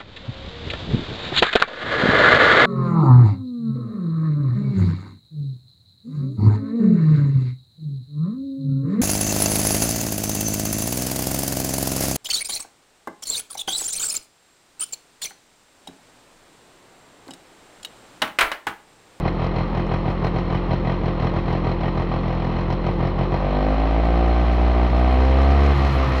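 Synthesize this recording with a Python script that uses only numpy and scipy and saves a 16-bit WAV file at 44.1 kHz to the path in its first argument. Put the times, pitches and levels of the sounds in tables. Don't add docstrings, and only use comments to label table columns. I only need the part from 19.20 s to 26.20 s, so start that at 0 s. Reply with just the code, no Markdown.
import sys
import numpy as np
from scipy import signal
from scipy.fft import rfft, irfft
from scipy.io import wavfile
from scipy.ndimage import uniform_filter1d

SR = 44100
rng = np.random.default_rng(int(sys.argv[2]) if len(sys.argv) > 2 else 0)


def rack_gain(trim_db):
    fader = np.asarray(trim_db, float)
    return 10 ** (fader / 20)


def to_wav(s):
    ch = np.atleast_2d(s).T
    pcm = np.round(np.clip(ch, -1, 1) * 32767)
    wavfile.write(sys.argv[1], SR, pcm.astype(np.int16))


N = 308682


def rms_one(x):
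    return x / np.sqrt(np.mean(x ** 2) + 1e-20)


def filtered(x, order, f_hz, kind):
    return signal.sosfilt(signal.butter(order, f_hz, kind, fs=SR, output="sos"), x)


def in_time(rows):
    s, *columns = np.transpose(rows)
    return [np.interp(np.arange(N) / SR, s, c) for c in columns]


def bumps(s, height, half_s):
    t = np.arange(0, N, 64) / SR
    humps = np.exp(-np.abs((t[:, None] - s) / half_s) ** 4.2) @ height
    return np.interp(np.arange(N) / SR, t, humps)


def ring(clicks, f_hz, t60_s):
    r = rack_gain(-60 / (t60_s * SR))
    w = 2 * np.pi * f_hz / SR
    return signal.lfilter([0, np.sin(w)], [1, -2 * r * np.cos(w), r * r], clicks + 1e-18)


def resonate(x, modes):
    out = 0
    for k, (f_hz, width_hz, level_db) in enumerate(modes):
        r = np.exp(-np.pi * width_hz / SR)
        a = [1, -2 * r * np.cos(2 * np.pi * f_hz / SR), r * r]
        mode = signal.lfilter([(1 - r * r) / 2, 0, (r * r - 1) / 2], a, x)
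        out = out + (-1) ** k * rack_gain(level_db) * mode
    return out


def coloured(spectrum):
    f_hz, level_db = np.transpose(spectrum)
    grid_hz = np.fft.rfftfreq(N, 1 / SR) + 1
    gain = rack_gain(np.interp(np.log(grid_hz), np.log(f_hz), level_db))
    return rms_one(irfft(rfft(rng.standard_normal(N)) * gain, N))


def per_turn(turns, curve, spread_db):
    whole = np.floor(turns - turns[0]).astype(int)
    first = np.searchsorted(whole, whole)
    chance = rack_gain(spread_db * rng.standard_normal(whole[-1] + 1))
    return curve[first] * chance[whole]


def puff(turns, sharp):
    gate = uniform_filter1d(np.exp(-sharp * (turns % 1)), size=40)
    return gate / gate.mean()


def law_db(law, opened, speed, near):
    idle_turns_per_s = 42.5
    return law[0] + law[1] * opened + law[2] * (speed - idle_turns_per_s) + law[3] * near


def stack(points, speed, turns, first, last):
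    f_hz, level_db = np.transpose(points)
    out = 0
    for k in range(first, last + 1):
        gain = rack_gain(np.interp(np.log(k * speed), np.log(f_hz), level_db))
        out = out + gain * np.cos(2 * np.pi * k * turns)
    return out


def crank():
    # t/s, speed/(turns/s)
    speed_rows = [(0, 42.38), (1, 42.37), (1.35, 43.3), (1.8, 42.98), (2.05, 42.54), (3.2, 42.46),
                  (3.95, 43.56), (4.22, 47.84), (4.46, 51.38), (4.75, 55.74), (5.15, 59.15), (5.5, 60.02),
                  (5.73, 60.12), (6.02, 64.43), (6.44, 70.5), (6.54, 70.12), (6.68, 67.8), (7, 64.39)]
    speed, = in_time(speed_rows)
    return speed, -.44 + np.cumsum(speed) / SR


def firing():
    # t/s, strength [1]
    throttle = [(0, 0.034), (4.15, 0.13), (4.25, 1.14), (4.4, 1.17), (4.8, 1.27), (5.3, 1.2), (5.7, 1.4),
                (6.1, 1.42), (6.5, 1.55), (6.6, 1.3), (7, 1.0)]
    # t/s, strength [1], half length/s
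    burst_runs = [(0.054, 1.7, 0.018), (0.22, 1, 0.038), (0.378, 1, 0.035), (0.562, 0.98, 0.033),
                  (0.718, 1.1, 0.03), (0.869, 1.2, 0.024), (1.04, 1.4, 0.023), (1.16, 1.1, 0.025),
                  (1.324, 1, 0.037), (1.513, 1.4, 0.023), (1.682, 1, 0.039), (1.855, 0.94, 0.028),
                  (2.025, 1.02, 0.043), (2.155, 0.92, 0.026), (2.309, 0.91, 0.051), (2.469, 0.9, 0.042),
                  (2.636, 0.95, 0.037), (2.783, 0.98, 0.031), (2.933, 0.92, 0.037), (3.073, 0.68, 0.05),
                  (3.277, 0.56, 0.12), (3.376, 0.26, 0.016), (3.504, 1.1, 0.023), (3.66, 0.91, 0.031),
                  (3.83, 1.1, 0.038), (4, 1.02, 0.033), (4.13, 1.3, 0.02)]
    # t/s, depth [0-1], half length/s, thump [1]
    stumbles = [(4.56, .4, .015, .3), (4.685, .4, .015, .3), (4.82, .5, .012, .3), (5.25, .4, .02, .3),
                (5.36, .4, .02, .3), (5.53, .4, .015, .3), (6.37, .3, .02, .3), (4.3, .01, .12, .45),
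                (5.695, .75, .03, .8), (6.565, .75, .04, .9), (6.715, .9, .04, .9), (6.885, .6, .035, .9)]
    burn, = in_time(throttle)
    s, height, half_s = np.transpose(burst_runs)
    bursts = bumps(s + 0.0035, height, 1.21 * half_s)
    s, depth, half_s, kick = np.transpose(stumbles)
    steady = burn * np.clip(1 - bumps(s, depth, half_s), 0, 1)
    thump = bursts + bumps(s, kick, half_s)
    return np.clip(burn, 0, 1), bursts, steady, thump


def port_turns(turns, speed, bursts):
    port = turns + .21 + .007 * (speed - 43)
    return port - .08 * uniform_filter1d(bursts, size=3000)


def boom(turns, speed, opened, near, bursts, steady):
    # idle/dB, open throttle/dB, speed/(dB per turn/s), near/dB
    boom_law = (-27, 3, 0.45, -7.5)
    level_db = law_db(boom_law, opened, speed, near) + 2.1 * bursts
    level_db = level_db - 1.5 * (opened - np.minimum(steady, 1))
    return np.sqrt(2) * rack_gain(level_db) * np.cos(2 * np.pi * turns)


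def crank_orders(turns, port, speed, opened, steady):
    # f/Hz, level/dB
    low_orders = [(90, -33.5), (115, -34), (145, -30), (175, -31), (203, -38), (258, -27), (310, -36.5),
                  (420, -34)]
    # f/Hz, level/dB
    singing = [(450, -53.5), (515, -35.5), (555, -36.5), (595, -37), (680, -60), (770, -40), (870, -57),
               (1000, -52)]
    low = -steady * stack(low_orders, speed, turns - .55, 2, 6)
    low = low * rack_gain(0.18 * (speed - 60.5))
    hum = (1 - opened) * rack_gain(-40) * np.cos(8 * np.pi * (turns - .05))
    return low + hum + steady * stack(singing, speed, port - .14, 8, 18)


def pipe(turns, strength, column, jitter_s, spread_db):
    # f/Hz, t60/s, pumping/dB, port crack/dB, thump/dB
    pipe_modes = [(92.4, 0.25, -3, -30.5, -5.5), (135, 0.088, -5, -32.5, 6.5),
                  (173.4, 0.15, -6, -28.5, -3.5), (210.3, 0.17, 4.5, -26, -20),
                  (287.5, 0.047, 11.5, -17.5, -20), (351, 0.064, 2.5, -14, -4),
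                  (519.3, 0.084, -1.5, -1.5, -31), (614, 0.042, -25, -4.5, -22.5),
                  (678.3, 0.034, -13, 8, -23), (751.5, 0.083, -28, 0, -15), (954, 0.12, -24.5, -17.5, -10),
                  (1100, 0.016, -38, -31, -35), (1543, 0.1, -43, -14, -40.5),
                  (2230, 0.0035, -50.5, 3.5, -33)]
    at = np.flatnonzero(np.diff(np.floor(turns)))
    chance = rng.standard_normal((len(at), len(pipe_modes) + 2))
    moved = np.clip(at + (jitter_s * SR * chance[:, 0]).astype(int), 0, N - 1)
    out = np.zeros(N)
    for k, mode in enumerate(pipe_modes):
        varied_db = spread_db * (.3 * chance[:, 1] + .25 * chance[:, k + 2])
        clicks = np.zeros(N)
        clicks[moved] = strength[at] * rack_gain(mode[column] + varied_db)
        out += ring(clicks, mode[0], mode[1])
    return filtered(out, 4, 3000, "low")


def echoes(x, gains):
    lag = round(.0058 * SR)
    return x + sum(g * np.roll(x, lag * (k + 1)) for k, g in enumerate(gains))


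def pumping_pulses(port, speed, opened, near, bursts):
    # idle/dB, open throttle/dB, speed/(dB per turn/s), near/dB
    pumping_law = (-26.5, -5, 0.0331, -5)
    dead = 1 - 0.59 * np.clip(bursts, 0, 1)
    pulses = pipe(port + .07, dead, column=2, jitter_s=.0001, spread_db=2.0)
    return rack_gain(law_db(pumping_law, opened, speed, near)) * rms_one(echoes(pulses, (.7, .5)))


def combustion_pulses(port, burn, thump):
    crack = pipe(port, burn, column=3, jitter_s=.00008, spread_db=1.5)
    thud = pipe(port - .27, thump, column=4, jitter_s=.0002, spread_db=1.2)
    return -rack_gain(-29.5) * crack - rack_gain(-23.5) * thud


def knocks(port, strength):
    spread_db, decay_s = 3, 0.0075
    at = np.flatnonzero(np.diff(np.floor(port)))
    chance = np.clip(rng.standard_normal((len(at), 2)), -2, 2)
    out = np.zeros(N)
    top_db = -74 + spread_db * chance[:, 1] / 2
    for band_hz, level_db in (([1500, 5500], -49), ([7000, 15000], top_db)):
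        clicks = np.zeros(N)
        clicks[at] = strength[at] * rack_gain(level_db + spread_db * chance[:, 0])
        dying = signal.lfilter([1], [1, -np.exp(-1 / (decay_s * SR))], clicks + 1e-18)
        noise = filtered(rng.standard_normal(N), 5, band_hz, "band")
        out += uniform_filter1d(dying, size=30) * rms_one(noise)
    return out


def exhaust_rumble(bursts, steady):
    # f/Hz, density/(dB per Hz)
    eddies = [(29, -20), (70, -0.5), (173, -5.5), (258, -8), (343, -7.5), (451, -5.5), (513, -12.5),
              (584, -10.5), (1100, -12.5), (1430, -54), (2420, -120)]
    return rack_gain(-30.5 + steady + 2 * bursts) * coloured(eddies)


def gas_hiss(port, late, hiss_db):
    # f/Hz, density/(dB per Hz)
    jet = [(530, -15.5), (900, -3), (971, -4.5), (1170, -0.5), (1660, -13.5), (1850, -9.5), (2820, -14),
           (3070, -15.5), (3520, -19), (4060, -19), (4650, -29.5), (5510, -31), (6810, -51.5),
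           (8850, -76.5), (15000, -120)]
    surge = .8 + .4 * per_turn(port, late, spread_db=1.1)
    return rack_gain(hiss_db - 3.5) * coloured(jet) * surge * (0.93 + 0.08 * puff(port, sharp=1.2))


def fin_clatter(port, late, hiss_db):
    # f/Hz, width/Hz, level/dB
    fin_modes = [(1180, 90, 0), (1880, 140, -6), (2080, 90, -6), (2530, 90, -12), (3010, 60, -12),
                 (3260, 70, -14), (3910, 50, -17), (4200, 90, -12), (5360, 70, -22), (5870, 60, -29)]
    strength = per_turn(port, .25 + .6 * late, spread_db=2.0)
    slap = rng.standard_normal(N) * (.5 + strength * puff(port, sharp=3.0))
    fins = rack_gain(hiss_db - 6.5) * rms_one(resonate(slap, fin_modes))
    return signal.sosfilt(signal.cheby2(6, 45, 7400, fs=SR, output="sos"), fins)


def contact_ticks(port, late):
    ticks = (rng.random(N) < .15) * rng.standard_normal(N)
    ticks = ticks * (.6 + .4 * puff(port + .1, sharp=2.5))
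    return ticks * per_turn(port, 1 + .3 * late, spread_db=2.2)


def bracket_rattle(ticks, rattle_db):
    # f/Hz, width/Hz, level/dB
    bracket_modes = [(8200, 300, -6), (9500, 200, -4), (10000, 200, -3), (10950, 350, 0), (12150, 400, 0),
                     (14700, 300, -12)]
    # t/s, rise/dB, half length/s
    jolts = [(5.274, 2, 0.013), (5.716, 4.5, .012), (5.928, 8, .025), (6.567, 4.0, 0.022), (6.758, 5, .04),
             (6.89, 5.5, .02), (6.965, 3.5, 0.014)]
    air = 0.79 * filtered(np.roll(ticks, 999), 2, [6000, 13000], "band")
    level_db = rattle_db + 4.5 + bumps(*np.transpose(jolts))
    return rack_gain(level_db) * rms_one(resonate(ticks, bracket_modes) + air)


def cylinder_rasp(ticks, rattle_db, near):
    rasp = filtered(ticks, 3, [1900, 5500], "band")
    body = resonate(rasp, [(2120, 400, 0.0), (2900, 360, -2.0)])
    return rack_gain(rattle_db + 23.5 + 0.5 * near) * rms_one(rasp + 1.5 * body)


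def scene():
    # t/s, nearness [0-1]
    nearness = [(0, 0.23), (5.6, 0), (6.28, 0.2), (6.6, 0.57), (7, 0.8)]
    # idle/dB, open throttle/dB, speed/(dB per turn/s), near/dB
    hiss_law = (-36.0, 3.5, 0.1462, 5)
    rattle_law = (-87.5, 2, 0.4584, 6.5)
    near, = in_time(nearness)
    speed, turns = crank()
    opened, bursts, steady, thump = firing()
    late = np.roll(bursts, int(0.0062 * SR))
    port = port_turns(turns, speed, bursts)
    hiss_db = law_db(hiss_law, opened, speed, near)
    rattle_db = law_db(rattle_law, opened, speed, near)

    mix = boom(turns, speed, opened, near, bursts, steady)
    mix = mix + crank_orders(turns, port, speed, opened, steady)
    mix += pumping_pulses(port, speed, opened, near, bursts)
    mix += combustion_pulses(port, steady + late, thump)
    mix += knocks(port + 0.063, late + .4 * steady * rack_gain(13 * near))
    mix += exhaust_rumble(bursts, steady)
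    mix += gas_hiss(port, late, hiss_db)
    mix += fin_clatter(port, late, hiss_db)
    ticks = contact_ticks(port, late)
    mix += bracket_rattle(ticks, rattle_db)
    mix += cylinder_rasp(ticks, rattle_db, near)
    return mix[None]


def top_cut(x):
    return signal.sosfilt(signal.butter(12, 15720, fs=SR, output="sos"), x)


def record(dry):
    noise = rack_gain(-80) * rng.standard_normal(dry.shape)
    mix = filtered(dry + noise, 2, 22, "high")
    return top_cut(mix)


dry = scene()
out = record(dry)
to_wav(out)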